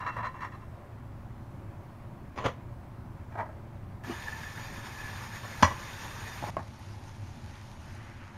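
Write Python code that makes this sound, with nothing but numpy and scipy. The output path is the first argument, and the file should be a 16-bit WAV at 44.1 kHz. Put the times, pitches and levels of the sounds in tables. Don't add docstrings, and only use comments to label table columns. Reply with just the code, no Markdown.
import sys
import numpy as np
from scipy import signal
from scipy.io import wavfile
from scipy.ndimage import uniform_filter1d

SR = 44100
rng = np.random.default_rng(int(sys.argv[2]) if len(sys.argv) > 2 else 0)


def wav_out(sig):
    wavfile.write(sys.argv[1], SR, np.round(np.clip(np.atleast_2d(sig).T, -1, 1) * 32767).astype(np.int16))


N = 369116
TIME_S = np.arange(N) / SR
JUMP_S = 6.505

# centre_hz, width_hz, relative_db
PLATE_RESONANCES = [(600, 110, 0), (996, 210, 2.5), (1027, 30, 6.5), (1140, 45, 3.5), (1334, 21, -3),
                    (1942, 35, 0), (2270, 200, -13), (2920, 60, -18), (3320, 52, -13.5), (4200, 170, -16.5),
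                    (4940, 170, -17.5), (5740, 68, -16), (6100, 150, -20), (6920, 170, -21.5)]


def gain_of(db):
    return 10 ** (np.asarray(db) / 20)


def evened(x):
    return x / np.sqrt(np.mean(x ** 2) + 1e-20)


def level(rows):
    at_s, db = np.transpose(rows)
    return np.interp(TIME_S, at_s, db)


def bin_hz(size):
    return np.fft.rfftfreq(size, 1 / SR)


def shape(hz, broad, modes, broad_db):
    f, db = np.transpose(broad)
    power = gain_of(2 * (np.interp(np.log(hz + 1), np.log(f + 1), db) + broad_db))
    for centre_hz, width_hz, top_db in modes:
        detune = 2 * (hz - centre_hz) / width_hz
        power = power + gain_of(2 * top_db) / (1 + detune ** 2) ** 2
    return np.sqrt(power)


def body(gain):
    two_sided = np.r_[gain, gain[-2:0:-1]]
    log_gain = np.log(np.maximum(two_sided, 1e-5))
    spectrum = np.exp(np.conj(signal.hilbert(log_gain)))
    ring = np.fft.ifft(spectrum).real[:4000]
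    return ring / np.linalg.norm(ring)


def hiss(gain, size, patchy_db, swell_db, patch_bins):
    frames = 4 * N // size + 8
    real, imag, patches = rng.standard_normal((frames, len(gain), 3)).T
    patches = uniform_filter1d(patches, patch_bins, 0)
    patches = evened(uniform_filter1d(patches, 14, 1))
    swell = evened(uniform_filter1d(rng.standard_normal(frames), 16))
    drift = gain_of(patchy_db * patches + swell_db * swell)
    z = (real + 1j * imag) * gain[:, None] * drift
    return evened(signal.istft(z, nperseg=size, noverlap=3 * size // 4)[1][:N])


def puffs(rows, t60_s):
    out, age_s = np.zeros(N + 4000), np.arange(4000) / SR
    noise = rng.standard_normal((len(rows), 2, 4000))
    for (start_s, db, hz, width_hz), (real, imag) in zip(rows, noise):
        pole = np.exp(-np.pi * width_hz / SR)
        slow = signal.lfilter([1], [1, -pole], real + 1j * imag)
        band = evened((slow * np.exp(2j * np.pi * hz * age_s)).real)
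        attack = np.minimum(age_s / 0.0036, 1)
        out[round(start_s * SR):][:4000] += gain_of(db - 60 * age_s / t60_s) * band * attack
    return out[:N]


def frying(broad, modes, broad_db, pops_per_s, spread_db, pops_db):
    steam_gain = shape(bin_hz(512), broad, modes, broad_db)
    steam = hiss(steam_gain, size=512, patchy_db=2.0, swell_db=1.06, patch_bins=3)
    sizes = gain_of(spread_db * np.minimum(rng.exponential(1, N), 5))
    bursts = sizes * (rng.random(N) < pops_per_s / SR) * rng.choice([-1., 1.], N)
    pops = signal.oaconvolve(bursts, body(shape(bin_hz(16384), broad, modes, broad_db)))
    return evened(steam + gain_of(pops_db) * evened(pops[:N]))


def rumble():
    # hz, relative_db_per_hz
    rumble_colour = [(12, -21), (22, -10), (49, -11.5), (103, -2), (141, -10), (220, -18), (343, -19.5),
                     (480, -29), (600, -23), (1070, -25), (2000, -41), (3100, -47.5), (7900, -54.5),
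                     (15700, -55.5)]
    # centre_hz, width_hz, relative_db
    room_modes = [(104.2, 14.2, 0), (222.8, 49, -11.5), (349, 16, -15.5), (567, 14, -12.5)]
    gain = shape(bin_hz(2048), rumble_colour, room_modes, 0.23)
    rms_db = np.where(TIME_S < JUMP_S, -43.5, -45.5)
    return gain_of(rms_db) * hiss(gain, size=2048, patchy_db=1.2, swell_db=-0.24, patch_bins=12)


def simmer():
    # hz, relative_db_per_hz
    simmer_colour = [(260, -27), (450, -37), (700, -28), (850, 5), (1050, -9.5), (1710, -7.5),
                     (3000, -13.5), (4500, -16), (6800, -17.5), (7900, -35), (8780, -24.5), (13900, -34.5)]
    bare_db, covered_db = -56, -60
    bare_tilt_db, covered_tilt_db = 1, -0.5
    cover_start_s, cover_takes_s = 7.92, 0.32
    fat = frying(simmer_colour, [], -.1, pops_per_s=330, spread_db=4.0, pops_db=-8)
    hz, frame_s, z = signal.stft(fat, SR, nperseg=512)
    cover = np.clip((frame_s - cover_start_s) / cover_takes_s, 0, 1)
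    fat_db = bare_db + cover * (covered_db - bare_db)
    tilt_db = bare_tilt_db + cover * (covered_tilt_db - bare_tilt_db)
    octaves = np.log2(hz / 3000 + .05)
    z = z * gain_of(fat_db + np.outer(octaves, tilt_db))
    return (TIME_S >= JUMP_S) * signal.istft(z, SR, nperseg=512)[1][:N]


def gurgle():
    # centre_hz, width_hz
    gurgle_band = (1640, 1600)
    # at_s, level_db
    gurgle_level = [(7.45, -66), (7.56, -56), (7.7, -72), (7.9, -57), (8.05, -55.5), (8.37, -56.5)]
    floor = [(0, -60), (22050, -60)]
    wet = frying(floor, [(*gurgle_band, 0)], 0, pops_per_s=230, spread_db=3, pops_db=-8)
    return gain_of(level(gurgle_level)) * wet


def spits():
    # start_s, level_db, pitch_hz
    fat_spits = [(4.045, -27.5, 1220), (4.221, -36, 2850), (6.132, -44, 4230), (6.79, -49, 12100),
                 (6.99, -56, 9400), (7.163, -56, 9400), (7.219, -52, 4440), (7.553, -42, 3800),
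                 (7.925, -50, 9600), (7.949, -49, 9900)]
    rows = [(s, db, hz, 0.17 * hz) for s, db, hz in fat_spits]
    return puffs(rows, t60_s=0.016)


def whistle():
    # centre_hz, width_hz
    whistle_band = (1742, 88)
    # at_s, level_db
    whistle_level = [(4.03, -57), (4.25, -46), (4.6, -50), (5.2, -54), (6.1, -55.5), (6.505, -55.5)]
    # start_s, level_db
    whistle_flares = [(4.035, -38.5), (4.221, -38.5), (4.28, -34.5), (4.432, -36.5), (4.573, -36)]
    hz, width_hz = whistle_band
    peak = 1 / (1 + (2 * (bin_hz(2048) - hz) / width_hz) ** 2)
    air = hiss(peak, size=2048, patchy_db=-2.5, swell_db=0.0, patch_bins=4)
    flares = puffs([(s, db, hz, 100) for s, db in whistle_flares], t60_s=0.071)
    return gain_of(level(whistle_level)) * air, flares


def sizzle():
    # hz, relative_db_per_hz
    sizzle_colour = [(260, -29), (450, -10.5), (700, -14), (870, -3.5), (1410, -9), (1760, -5.5),
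                     (2960, -16), (4400, -18), (7000, -19.5), (7900, -41), (8700, -21.5), (10300, -31),
                     (11900, -24), (13400, -32), (14400, -31), (15700, -44)]
    # centre_hz, width_hz, relative_db
    air_modes = [(888, 8.1, 5), (2520, 33, -6.5), (3256, 22, -12), (3594, 28.5, -4.5), (4830, 60, -24.5),
                 (6760, 150, -18)]
    # at_s, level_db
    sizzle_level = [(4.03, -45.5), (4.7, -47), (5.7, -44.5), (6.5, -45)]
    landing_s, fade_in_s = sizzle_level[0][0], 0.035
    on = np.clip((TIME_S - landing_s) / fade_in_s, 0, 1) * (TIME_S < JUMP_S)
    boil = frying(sizzle_colour, air_modes, -5.0, pops_per_s=830, spread_db=-1.0, pops_db=-7.5)
    air, flares = whistle()
    return on * (gain_of(level(sizzle_level)) * boil + air) + flares


def contacts(rows, thing, broad_db, clicks_per_s, blow, rise_s, t60_s):
    broad, modes = thing
    out, age_s = np.zeros(N + SR), np.arange(SR // 4) / SR
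    noise = rng.standard_normal((len(rows), len(age_s)))
    chance = rng.random((len(rows), len(age_s)))
    spots = rng.uniform(-1, 1, (len(rows), len(modes)))
    high_pass = signal.firwin(65, 2000, pass_zero=False, fs=SR)
    main_blow = blow * (np.arange(len(age_s)) == round(rise_s * SR))
    for (start_s, db, hold_s, treble_db), size, draw, spot in zip(rows, noise, chance, spots):
        rattle = size * (draw < clicks_per_s / SR) * np.sqrt(SR / clicks_per_s)
        decay_db = 60 * np.maximum(age_s - rise_s - hold_s, 0) / t60_s
        swell = gain_of(db - decay_db) * np.minimum(age_s / rise_s, 1)
        force = (rattle + main_blow) * swell
        force = force * np.linalg.norm(swell) / np.linalg.norm(force + 1e-12)
        pitch_shift = 1 + np.outer(spot[::-1], [.015, 0, 0])
        touched = modes * pitch_shift + np.outer(spot, [0, 0, 3.5])
        ring = body(shape(bin_hz(8192), broad, touched, broad_db))
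        bright = signal.oaconvolve(ring, high_pass, "same")
        sound = signal.oaconvolve(force, ring + (gain_of(treble_db) - 1) * bright)
        if start_s < JUMP_S:
            sound = sound[:round((JUMP_S - start_s) * SR)]
        out[max(round(start_s * SR), 0):][:len(sound)] += sound
    return out[:N]


def bowl_bumps():
    # start_s, level_db, hold_s, treble_above_2khz_db
    bumps = [(6.424, -33.5, 0.0041, -5), (6.437, -30, 0.0019, -10), (6.47, -38, 0.024, -4),
             (6.567, -25, 0.00056, 10), (6.58, -28.5, 0, -5), (6.592, -31.5, 0.00093, -2),
             (6.604, -40, 0.0017, -3)]
    # centre_hz, width_hz, relative_db
    bowl = [(90, -38), (150, -3.5), (440, -9.5), (820, -10), (1260, -14), (2000, -19), (2800, -34),
            (3600, -48), (6500, -65), (11000, -100)], [(344, 38, -6), (640, 190, -3), (840, 160, -2.5),
            (1080, 140, -4.5), (1750, 310, -21)]
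    return contacts(bumps, bowl, broad_db=-4.0, clicks_per_s=4000, blow=8., rise_s=0.00143, t60_s=0.029)


def butter_plops():
    # start_s, level_db, hold_s, treble_above_2khz_db
    plops = [(4.07, -38.5, 0.0089, -5), (4.094, -33, 0.0011, -4), (4.107, -43, 0.01, 6)]
    # centre_hz, width_hz, relative_db
    butter = [(71, -33), (120, -27), (330, 4), (596, -19), (673, -7.5), (1700, -21), (3000, -14),
              (3900, -41), (6600, -120)], [(241, 34, -0.86)]
    return contacts(plops, butter, broad_db=-7.0, clicks_per_s=9800, blow=4., rise_s=0.00294, t60_s=0.078)


def hob_rattle():
    # start_s, level_db, hold_s, treble_above_2khz_db
    rattles = [(3.304, -52, 0.039, 11.5), (3.349, -34.5, .002, -5), (3.372, -36.5, 0.0078, 7),
               (3.386, -30, 0.012, 0), (3.402, -33, 0.0031, 5.5), (3.418, -38.5, 0.011, -4),
               (3.447, -44, .01, -8), (3.488, -43.5, .002, -7)]
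    # centre_hz, width_hz, relative_db
    hob = [(88, -46), (150, -12), (221, -0.5), (248, -9), (490, -13), (948, -9), (1940, -16), (2600, -32.5),
           (15500, -66)], [(650, 70, 2.5), (902, 180, -3), (1270, 78, -10), (1605, 99, -11),
           (1920, 140, -18), (2320, 120, -24)]
    return contacts(rattles, hob, broad_db=-7.0, clicks_per_s=2700, blow=5.3, rise_s=0.00552, t60_s=0.074)


def plate_drops():
    # start_s, level_db, hold_s, treble_above_2khz_db
    drops = [(2.357, -47, 0.031, 2.5), (2.372, -35.5, 0.0013, 1), (2.382, -30.5, 0.0017, 0),
             (2.398, -41, 0.046, 1.5), (2.439, -30, 0.02, 1), (2.45, -26, 0, -5), (2.458, -25, 0.0049, 2.5),
             (2.478, -33, 0.0058, -3)]
    # hz, relative_db_per_hz
    soft_colour = [(20, -2), (45, -2), (110, 6), (200, -3.5), (420, -1), (535, -1.5), (900, -6.5),
                   (1200, -7.5), (3400, -18.5), (5200, -48), (6300, -28.5), (7600, -55), (8600, -42),
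                   (15500, -62)]
    plate = soft_colour, np.multiply(PLATE_RESONANCES, [1, 2.5, 1])
    return contacts(drops, plate, broad_db=7.0, clicks_per_s=7000, blow=2.2, rise_s=.004, t60_s=0.06)


def plate_clacks():
    # start_s, level_db, hold_s, treble_above_2khz_db
    clacks = [(5.434, -42.5, 0.022, -6), (5.6245, -15, 0.0012, 7.5), (5.629, -9, 0.0025, 2.5),
              (5.643, -22.5, 0.0098, 5), (5.674, -34, 0.0091, -15), (5.703, -37.5, 0.021, -8)]
    # hz, relative_db_per_hz
    hard_colour = [(24, -32), (50, -6), (90, 14), (150, -1.5), (240, 2), (400, -15), (606, -4.5), (1020, 1),
                   (1410, -6), (1910, -6), (3840, -27.5), (6160, -26), (7700, -51), (15500, -60)]
    plate = hard_colour, PLATE_RESONANCES
    return contacts(clacks, plate, broad_db=-4.0, clicks_per_s=7000, blow=5.8, rise_s=.0012, t60_s=0.033)


def scrape():
    # start_s, level_db, hold_s, treble_above_2khz_db
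    slips = [(0.0, -38, 0.00013, 6), (0.014, -38.5, 0.066, -2.5), (0.061, -34, 0.027, 2),
             (0.12, -48.5, 0.047, 6), (0.163, -31.5, 0, -8), (0.182, -31.5, 0, -5), (0.197, -42, 0.023, -1),
             (0.226, -35, 0.021, -0.5), (0.244, -35, 0.019, 3), (0.295, -55, 0.0025, 2),
             (0.338, -46, .05, 3), (0.403, -39.5, .045, 4.5), (0.515, -49.5, 0.033, 4),
             (0.6, -54.5, 0.029, 4)]
    # centre_hz, width_hz, relative_db
    pan = [(290, -49), (500, -14), (1040, -10), (1510, -17), (1750, -5), (2430, -22), (2740, -37),
           (2890, -28.5), (12000, -66), (15600, -88), (22000, -120)], [(1030, 150, 1), (1190, 370, -9),
           (1360, 170, -14), (1820, 130, -9), (2250, 160, -24), (2717, 59, -15), (3350, 57, -27),
           (3990, 100, -26), (4600, 130, -39), (5590, 89, -31), (6330, 150, -37), (7250, 120, -39)]
    return contacts(slips, pan, broad_db=-4.5, clicks_per_s=9000, blow=2.7, rise_s=.005, t60_s=0.11)


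def kitchen(x):
    at = np.arange(300, 15000, 20) + rng.integers(0, 20, 735)
    t60_s = 0.22
    taps = np.zeros(15100)
    taps[at] = rng.choice([-1., 1.], 735) * gain_of(-60 * at / SR / t60_s)
    taps = signal.lfilter(*signal.butter(2, 350, "high", fs=SR), taps)
    return signal.oaconvolve(x, taps / np.linalg.norm(taps))[:N]


def scene():
    handling = scrape() + plate_drops() + hob_rattle() + butter_plops() + plate_clacks() + bowl_bumps()
    late = TIME_S >= JUMP_S
    room = np.where(late, kitchen(handling * late), kitchen(handling))
    fat = sizzle() + simmer() + gurgle() + spits()
    return (rumble() + fat + handling + gain_of(-10) * room)[None]


def record(dry):
    def low_passed(edge_hz):
        taps = signal.firwin(511, edge_hz, window=("kaiser", 9), fs=SR)
        return signal.oaconvolve(dry, taps[None], "same")
    return np.where(TIME_S < JUMP_S, low_passed(15730), low_passed(13500))


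dry = scene()
out = record(dry)
wav_out(out)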